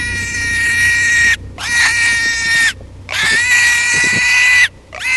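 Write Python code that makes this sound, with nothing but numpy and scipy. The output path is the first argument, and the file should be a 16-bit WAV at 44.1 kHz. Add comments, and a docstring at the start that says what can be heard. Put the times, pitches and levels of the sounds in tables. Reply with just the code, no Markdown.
"""A captured wild boar screams four times in an open snowy field, heard on one microphone.
A cry starts as a creak, then climbs to a shrill whistle that a slower vibration of the vocal folds
chops into side tones and rasp; the first is already under way. An engine idles close by, fading as
the microphone turns away. Boots press the snow, the air hisses faintly, and a weak, dull
reverberant tail follows the boar almost at once."""
import sys
import numpy as np
from scipy import signal
from scipy.fft import rfft, irfft, next_fast_len
from scipy.io import wavfile
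from scipy.ndimage import uniform_filter1d

SR = 44100
rng = np.random.default_rng(int(sys.argv[2]) if len(sys.argv) > 2 else 0)


def bounce(signal):
    """Save signal as a 16-bit WAV file at the path given by the first command-line argument."""
    frames = np.transpose(np.atleast_2d(signal))
    limited = np.clip(frames, -1, 1)
    pcm = np.round(limited * 32767).astype(np.int16)
    wavfile.write(sys.argv[1], SR, pcm)


N = 227776
TIME = np.arange(N) / SR
FFT_SIZE = next_fast_len(N + SR // 10)
FREQS = np.fft.rfftfreq(FFT_SIZE, 1 / SR)

# Hiss over the field. Each row: frequency in Hz, relative level in dB.
AIR_SPECTRUM = [(350, -3), (550, 1.5), (700, -12.5), (900, -7), (1500, -18.5), (2100, -15.5), (3500, -19.5),
                (5600, -21.5), (10600, -28.5), (12000, -35), (15600, -55)]
# The engine's hum. Each row: multiple of the firing rate, relative level in dB.
ENGINE_ORDERS = [(1, -9.5), (2, -1), (3, 2.5), (4, -1), (5, -13.5), (6, -15), (7, -13), (8, -11), (9, -10),
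                 (10, -23), (12, -41)]
# Rumble of its casing. Each row: frequency in Hz, relative level in dB.
RUMBLE_SPECTRUM = [(20, -27), (60, 3), (110, 3.5), (170, -6), (290, -2.5), (400, -10.5), (500, -6),
                   (620, -45), (1200, -20)]
# The microphone turns away from the engine. Each row: time in seconds, casing gain in dB.
ENGINE_FADE = [(0, -33.5), (1.3, -38.5), (2.3, -42), (3.5, -44), (4.3, -48), (5.16, -49.5)]
# Boots on snow. Each row: start in seconds, gain in dB, length in seconds, ring frequency in Hz.
BOOT_STEPS = [(0.115, -35, 0.051, 268), (0.22, -35.5, 0.034, 160), (0.664, -36, 0.036, 190.5),
              (1.242, -32, 0.039, 180), (2.123, -31, 0.024, 218), (2.251, -32.5, 0.019, 278),
              (2.444, -35.5, 0.037, 236.7), (2.542, -30, 0.02, 169), (2.61, -37, 0.035, 150.2),
              (2.803, -34, 0.021, 447), (3.226, -28.5, 0.032, 244), (3.304, -27.5, 0.058, 320),
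              (3.927, -30, 0.065, 306.7), (3.95, -27, 0.049, 79.7), (4.032, -26, 0.047, 293),
              (4.121, -27, 0.034, 218.3), (4.151, -20.5, 0.044, 171)]
# Creaks ahead of a cry. Each row: start in seconds, relative peak in dB, tilt in dB per octave.
FOLD_CREAKS = [(1.582, -11.5, -2), (3.091, -6, 6.5), (3.108, -5, 3), (3.123, -0.5, 4), (4.928, -14.5, -1),
               (4.947, -7, -0.5), (4.963, -8.5, 5.5), (4.978, -8.5, -1)]
# What a creak rings. Each row: nominal frequency in Hz, relative level in dB, seconds to fall 60 dB.
THROAT_MODES = [(724.8, 6, 0.081), (1231.3, 6.5, 0.025), (2210, 10, 0.026), (2780, 3.5, 0.025),
                (4180, 0, 0.0053), (6034, -7.5, 0.016)]
# Tones beside each whistle partial. Each row: offset in multiples of the fold rate, gain in dB.
FOLD_SIDE_TONES = [(-2, -13), (-1.5, -33), (-1, -8), (-.5, -23), (.5, -23), (1, -4.5), (1.5, -15.5),
                   (2, -13.5)]
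# The throat's colour. Each row: frequency in Hz, gain in dB.
THROAT_SPECTRUM = [(1100, -40), (1450, -7.5), (1700, 1), (1900, 4), (2150, 3), (2400, 7.5), (2820, -0.5),
                   (3020, -8.5), (3300, -15), (3850, -16.5), (4700, -15), (5200, -12.5), (5800, -18),
                   (7500, -19), (8500, -22.5), (9600, -21), (11500, -30.5)]
# Edges in Hz of the voice's core, mouth, upper, treble and fizz bands, low to high.
VOICE_EDGES_HZ = [1050, 2200, 3200, 5200, 8600, 12500]
# How a band follows the voice. Each row, by name: usual gain in dB, dB per dB of effort,
# dB per unit of roughness, dB per octave of held pitch, weight of the cry's brightness.
BAND_RULES = {"growl": (-35, 0.2, 20.5, 21, 1.94), "upper": (-26.5, 0.53, 9, -10.5, 1.53),
              "treble": (-26, 0.51, 3.5, -3, 0.77), "fizz": (-32, 0.53, -0.5, 9, 0.36)}
# Drift of the top two bands. Each row: time in seconds, treble offset in dB, fizz offset in dB.
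TREBLE_DRIFT = [(.08, -5.5, 2), (.28, 5.5, -5.5), (.55, -3.5, 2.5), (.85, -3, 2.5), (1.03, 2, -3),
                (1.24, 2, -7), (1.8, 0.5, 1.5), (1.96, -1, 2), (2.15, -0.5, 2.5), (2.28, 4, -9),
                (2.41, 3.5, -4), (2.54, 1, 1.5), (3.2, -4.5, 0), (3.58, 1.5, 0), (3.8, 3.5, 2),
                (4.2, 0.5, -3.5), (4.6, -4, -3)]
# The cries. Each row: start and climb time in seconds, starting pitch in Hz, starting level in dB
# below the hold, end of the hold and collapse time in seconds, brightness in dB, first and last
# treble resonance in Hz before the jaw shifts it.
BOAR_CRIES = [(-.05, .04, 1400, 7, 1.33, 0.034, -2.5, 5950, 6500),
              (1.58, .105, 1200, 36, 2.668, 0.076, 0.5, 6400, 5700),
              (3.122, .046, 1399, 4, 4.632, 0.06, 0.6, 7330, 6400),
              (4.988, 0.055, 1098, -4, 5.244, .06, -0.5, 5950, 5700)]
# The held whistle, a list per cry. Each row: time in seconds, pitch in Hz, effort in dB.
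CRY_HOLDS = [
    [(0.0, 1924, -20), (0.128, 1920, -22.5), (0.194, 1893, -20.5), (0.282, 1874, -26), (0.3, 1930, -24),
     (0.33, 1850, -28.5), (0.348, 1943, -20), (0.386, 1876, -20.5), (0.68, 1858, -14), (0.752, 1872, -16.5),
     (0.848, 1895, -11), (0.962, 1890, -15), (1.256, 1878, -10.5), (1.32, 1855, -11.5)],
    [(1.69, 1923, -23.5), (1.72, 1894, -16.5), (1.814, 1894, -10.5), (1.82, 1835, -12.5),
     (1.85, 1796, -11.5), (1.91, 1840, -17), (1.926, 1887, -18), (2.068, 1861, -13.5), (2.216, 1843, -17),
     (2.284, 1850, -14), (2.342, 1839, -20), (2.41, 1843, -21), (2.532, 1845, -13), (2.67, 1834, -11.5)],
    [(3.17, 1620, -21.5), (3.206, 1709, -16.5), (3.364, 1806, -12.5), (3.384, 1878, -13),
     (3.482, 2016, -18), (3.526, 1933, -9.5), (3.6, 1927, -14), (3.658, 1929, -11), (3.832, 1910, -18.5),
     (4.024, 1961, -13.5), (4.166, 1964, -16.5), (4.528, 2002, -11), (4.612, 1945, -9.5),
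     (4.63, 2012, -7.5)],
    [(5.04, 1920, -26.5), (5.056, 2004, -18), (5.074, 2085, -20.5), (5.15, 2066, -14.5), (5.16, 2052, -15)],
]
# The mouth resonance, a list per cry. Each row: time in seconds, level in dB.
CRY_MOUTH = [
    [(0, -27.5), (.5, -26), (.9, -19.5), (1.1, -23.5), (1.27, -20)],
    [(1.7, -25.5), (1.82, -21), (1.93, -21.5), (2.04, -16.5), (2.24, -28), (2.37, -28), (2.52, -23.5),
     (2.67, -23.5)],
    [(3.15, -23), (3.24, -28), (3.45, -22), (3.57, -14.5), (3.68, -18.5), (3.85, -18.5), (4.13, -21),
     (4.38, -13.5), (4.62, -16.5)],
    [(5.035, -35), (5.06, -19), (5.14, -17.5)],
]
# Hoarseness, a list per cry. Each row: time in seconds, roughness from 0 to 1.
CRY_ROUGHNESS = [
    [(0, 0.29), (.35, 0.32), (.6, 0.28), (.8, 0.36), (1.03, 0.28), (1.14, 0.28), (1.27, 0.41)],
    [(1.62, 0.91), (1.7, 0.21), (1.78, .5), (1.86, 0.94), (1.93, 0.25), (2.03, .4), (2.2, 0.23),
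     (2.4, 0.19), (2.68, .36)],
    [(3.14, 0.92), (3.33, .6), (3.43, .16), (3.5, 0.24), (3.56, .5), (3.8, 0.41), (4.02, 0.43),
     (4.38, 0.42), (4.62, 0.3)],
    [(4.99, .3), (5.01, 0.13), (5.04, 0.08), (5.055, 0.36), (5.16, 0.36)],
]

USUAL_HZ, USUAL_DB, USUAL_ROUGH = 1900, -14, .33  # pitch, effort and roughness of an ordinary scream


def amp(db):
    """Decibels to gain."""
    return 10 ** (np.asarray(db) / 20)


def unit_rms(x):
    """Scales to rms 1."""
    return x / np.sqrt(np.mean(x ** 2) + 1e-20)


def levelled(x, size=900):
    """Holds the short-term rms at 1."""
    power = uniform_filter1d(uniform_filter1d(x ** 2, size), size)
    return x / np.sqrt(abs(power) + 1e-12)


def follow(rows):
    """The columns of a curve table at every sample."""
    times, *columns = np.transpose(rows)
    return [np.interp(TIME, times, column) for column in columns]


def colour(x, points):
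    """Filters by a spectrum of (Hz, dB) points."""
    hz, db = np.transpose(points)
    gain = amp(np.interp(np.log(FREQS + 1), np.log(hz), db))
    return irfft(rfft(x, FFT_SIZE) * gain, FFT_SIZE)[:N]


def band(x, low_hz, high_hz, order=16):
    """Keeps one band; a higher order steepens its edges."""
    loss = (1 + (low_hz / (FREQS + 1)) ** order) * (1 + (FREQS / high_hz) ** order)
    return irfft(rfft(x, FFT_SIZE) / loss, FFT_SIZE)[:N]


def wander(hz):
    """A smooth random curve of rms 1, moving at up to about this rate."""
    spectrum = rfft(rng.standard_normal(FFT_SIZE)) / (1 + (FREQS / hz) ** 4)
    return unit_rms(irfft(spectrum, FFT_SIZE)[:N])


def resonate(x, hz, width_hz):
    """A resonance of gain 1 that follows the curve hz."""
    turn = np.exp(2j * np.pi * np.cumsum(hz) / SR)
    pole = np.exp(-np.pi * width_hz / SR)
    return 2 * (turn * signal.lfilter([1 - pole], [1, -pole], x / turn)).real


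def add(mix, start_s, sound):
    """Mixes a sound in at a time."""
    part = mix[max(round(start_s * SR), 0):][:len(sound)]
    part += sound[:len(part)]


def air(level_db=-45):
    """Faint, slightly restless hiss over the open field."""
    return amp(level_db + 0.81 * wander(26)) * unit_rms(colour(rng.standard_normal(N), AIR_SPECTRUM))


def reverb_tail(x, delay_s=0.019, decay_db_per_s=35, gain_db=-41):
    """A weak, dull reverberant tail follows the direct sound almost at once."""
    t = np.arange(SR) / SR
    tail = rng.standard_normal(SR) * amp(-decay_db_per_s * t) * (t > delay_s)
    reverb = signal.fftconvolve(x, tail / np.linalg.norm(tail))[:N]
    return amp(gain_db) * band(reverb, 500, 5000, order=3)


def engine(firing_hz=31.48, exhaust_db=-29, throb_db=2, lumps_db=2):
    """A lumpy idle close by: deep throbbing exhaust, and a casing whose drone and rumble fade faster."""
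    casing_db, = follow(ENGINE_FADE)
    firings = np.cumsum(firing_hz * (1 + 0.01095 * wander(2.885))) / SR
    hum = sum(amp(db) * (1 + 0.3 * wander(8.4)) * np.cos(2 * np.pi * (k * firings + rng.random()))
              for k, db in ENGINE_ORDERS)
    exhaust, drone = band(hum, 15, 115), band(hum, 138, 600)
    pulses = rng.standard_normal(N) * (1 + .5 * np.cos(2 * np.pi * firings))
    rumble = colour(pulses * amp(lumps_db * wander(22)), RUMBLE_SPECTRUM)
    casing = amp(-3) * unit_rms(drone) + unit_rms(band(rumble, 18, 1310, order=4))
    idle_db = exhaust_db + 0.73 * (casing_db - casing_db[0]) + throb_db * wander(7)
    return amp(idle_db) * unit_rms(exhaust) + amp(casing_db) * casing


def boots(slips_per_s=260, ring_s=0.00087):
    """Packed snow gives way underfoot in a run of small dull slips."""
    out, t = np.zeros(N), np.arange(SR // 50) / SR
    for start, db, length, hz in BOOT_STEPS:
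        size = int(length * SR)
        slips = rng.standard_normal(size) * (0.13 + (rng.random(size) < slips_per_s / SR))
        ring = np.sin(2 * np.pi * hz * t) * np.exp(-t / ring_s)
        crunch = signal.fftconvolve(slips * signal.windows.tukey(size, .5), ring)
        add(out, start, amp(db) * unit_rms(crunch))
    return band(out, 90, 770, order=6)


def creaks(gain_db=-3, scrape_s=0.011):
    """Single slaps of the boar's slack folds ring its throat."""
    out, t = np.zeros(N), np.arange(SR // 20) / SR
    for start, peak_db, tilt in FOLD_CREAKS:
        ring = 0
        for hz, db, t60 in THROAT_MODES:
            decay = amp(db + tilt * np.log2(hz / 2000) - 60 * t / t60)
            ring += decay * np.sin(2 * np.pi * hz * rng.uniform(0.835, 1.08) * t)
        creak = ring + 0.54 * rng.standard_normal(len(t)) * np.exp(-t / scrape_s)
        add(out, start, amp(peak_db + gain_db) * creak / abs(creak).max())
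    return band(out, 430, 7840, order=6)


def cry_controls(row, hold, mouth, roughness, attack_s=0.028, sag=.36, drop_db=-50.5):
    """One cry climbs, holds, then collapses: the pitch sags, the level drops, the voice roughens."""
    start, climb_s, start_hz, start_db, end, collapse_s, bright_db, first_hz, last_hz = row
    (hold_hz, hold_db), (mouth_db,), (rough,) = follow(hold), follow(mouth), follow(roughness)
    climb_left = 1 - np.clip((TIME - start) / climb_s, 0, 1)
    collapse = np.clip((TIME - end) / collapse_s, 0, 1)
    hz = (hold_hz + (start_hz - hold_hz) * climb_left) * (1 - sag * collapse ** 1.05)
    octaves = np.log2(hold_hz / USUAL_HZ)
    swell_db = -start_db * climb_left ** 2
    gate = np.clip((TIME - start) / attack_s, 0, 1) * (collapse < 1) * amp(drop_db * collapse ** 1.9)
    # The folds chop deeper when hoarse, less when forced, and lock on only while the whistle holds.
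    depth = 0.65 + 0.53 * (rough - USUAL_ROUGH) - 0.06 * (hold_db - USUAL_DB)
    depth = np.clip(depth * (1 - np.sqrt(climb_left)) * (1 - collapse), 0, 1)
    rough = np.clip(rough + .55 * collapse, 0, 1)
    treble_hz = np.interp(TIME, [start, end], [first_hz, last_hz])
    return np.broadcast_arrays(hz, octaves, hold_db + swell_db, mouth_db + swell_db, rough, depth,
                               climb_left, collapse, gate, bright_db, treble_hz)


def cry_sequence():
    """The controls of all four cries; each takes over in the pause before it."""
    controls = 0
    for row, *curves in zip(BOAR_CRIES, CRY_HOLDS, CRY_MOUTH, CRY_ROUGHNESS):
        controls = np.where(TIME >= row[0] - .1, cry_controls(row, *curves), controls)
    return controls


def larynx(hz, depth, rough, bend=0.36, fray_db=2, buzz_db=-4.5, rasp_db=1):
    """A whistle and overtones, chopped by folds four times slower; rough stretches jitter and rasp."""
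    fold_slip = 1 + .07 * rough * wander(9)
    jitter = 0.01808 * rough + 0.0502 * rough ** 4  # at full roughness the whistle tears apart
    pitch = hz * (1 + 0.00523 * wander(27.87) + jitter * wander(245.5))
    whistle_phase = 2 * np.pi * np.cumsum(pitch) / SR
    fold_hz = pitch / 4 * (fold_slip + .05 * rough * wander(207.15))
    fold_phase = 2 * np.pi * np.cumsum(fold_hz) / SR
    # Each fold cycle tugs at the whistle, so higher overtones carry more side tones.
    tugged = whistle_phase + bend * depth * np.sin(fold_phase)
    overtones = sum(amp(fray_db * wander(28)) * np.exp(1j * k * (tugged + k)) for k in range(2, 7))
    side_tones = sum(amp(db) * np.exp(1j * m * (fold_phase + m)) for m, db in FOLD_SIDE_TONES)
    chop = 1 + depth * (1 + 0.22 * wander(38)) * side_tones
    tone = ((np.exp(1j * whistle_phase) + overtones) * chop).real
    # High harmonics of the folds' own slapping, spread over each cycle.
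    buzz = sum(np.cos(n * fold_phase + 2 * np.pi * n * n / 25) for n in range(9, 25))
    # Air escapes in one puff a fold cycle.
    puffs = rng.standard_normal(N) * (1 + 0.49 * np.cos(fold_phase)) * (1 + 0.29 * wander(40))
    rasp = colour(puffs, [(1000, 4.5), (1900, 3.5), (2600, 10.1), (3800, 11.5), (6000, 11), (1e4, 20.3)])
    return tone + amp(buzz_db) * depth * buzz + amp(rasp_db) * rough * rasp


def flicker(x, depth_db=3.5):
    """Patches of the treble swell and fade at random."""
    hz, _, spectra = signal.stft(x, SR, nperseg=512)
    patches = rng.standard_normal(spectra.shape[::-1]).T
    for _ in range(2):
        patches = uniform_filter1d(uniform_filter1d(patches, size=6, axis=0), size=16, axis=1)
    reach = np.interp(hz, [2400, 4000], [0, 1])[:, None]
    return signal.istft(spectra * amp(depth_db * reach * unit_rms(patches)), SR, nperseg=512)[1][:N]


def throat(source, hz, rough, treble_hz, snout_hz=3920):
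    """Throat and snout shape the voice into bands; two resonances move as the jaw opens with pitch."""
    voice = flicker(colour(source, THROAT_SPECTRUM))
    core, mouth, upper, treble, fizz = (band(voice, low, high, order=40)
                                        for low, high in zip(VOICE_EDGES_HZ, VOICE_EDGES_HZ[1:]))
    jaw = np.sqrt(hz / USUAL_HZ) * (1 + 0.045 * wander(4))
    upper += 2 * resonate(upper, snout_hz * jaw, width_hz=900)
    treble += 2 * resonate(treble, treble_hz * jaw, width_hz=1300)
    growl = band(source + .6 * rough * rng.standard_normal(N), 767, 1257, order=8)
    treble_db, fizz_db = follow(TREBLE_DRIFT)
    return dict(growl=levelled(growl), core=levelled(core), mouth=levelled(mouth), upper=levelled(upper),
                treble=levelled(treble) * amp(treble_db), fizz=levelled(fizz) * amp(fizz_db))


def screams(unsteady_db=1.5, whoop_db=-27, yelp_db=-7):
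    """The boar's larynx sounds through its throat; effort, roughness and pitch balance the bands."""
    (hz, octaves, effort_db, mouth_db, rough, depth,
     climb_left, collapse, gate, bright_db, treble_hz) = cry_sequence()
    source = larynx(hz, depth, rough)
    bands = throat(source, hz, rough, treble_hz)
    scream = amp(effort_db) * bands["core"] + amp(mouth_db) * bands["mouth"]
    for name, (db, per_effort, per_rough, per_octave, per_bright) in BAND_RULES.items():
        strain_db = per_effort * (effort_db - USUAL_DB) + per_rough * (rough - USUAL_ROUGH)
        level_db = db + strain_db + per_octave * octaves + per_bright * bright_db
        scream += amp(level_db + unsteady_db * wander(18)) * bands[name]
    # The first overtone jumps out in the glides: a whoop going up, a yelp coming down.
    glide = amp(whoop_db) * np.sqrt(climb_left) + amp(yelp_db) * collapse
    scream += glide * levelled(resonate(source, 2 * hz, width_hz=350))
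    return scream * uniform_filter1d(gate, size=400)


def scene():
    """The boar, its reverberation, boots, engine and air reach one microphone feeding both channels."""
    boar = screams() + creaks()
    mono = boar + reverb_tail(boar) + boots() + engine() + air()
    return np.array([mono, mono])


def record(dry, ceiling=.92, cutoff_hz=11900):
    """The recorder rounds peaks under full scale, then cuts the highest treble."""
    rounded = dry / (1 + (dry / ceiling) ** 8) ** (1 / 8)
    lowpass = signal.firwin(255, cutoff_hz, window=("kaiser", 9), fs=SR)
    return signal.oaconvolve(rounded, lowpass[None], "same")


dry = scene()
out = record(dry)
bounce(out)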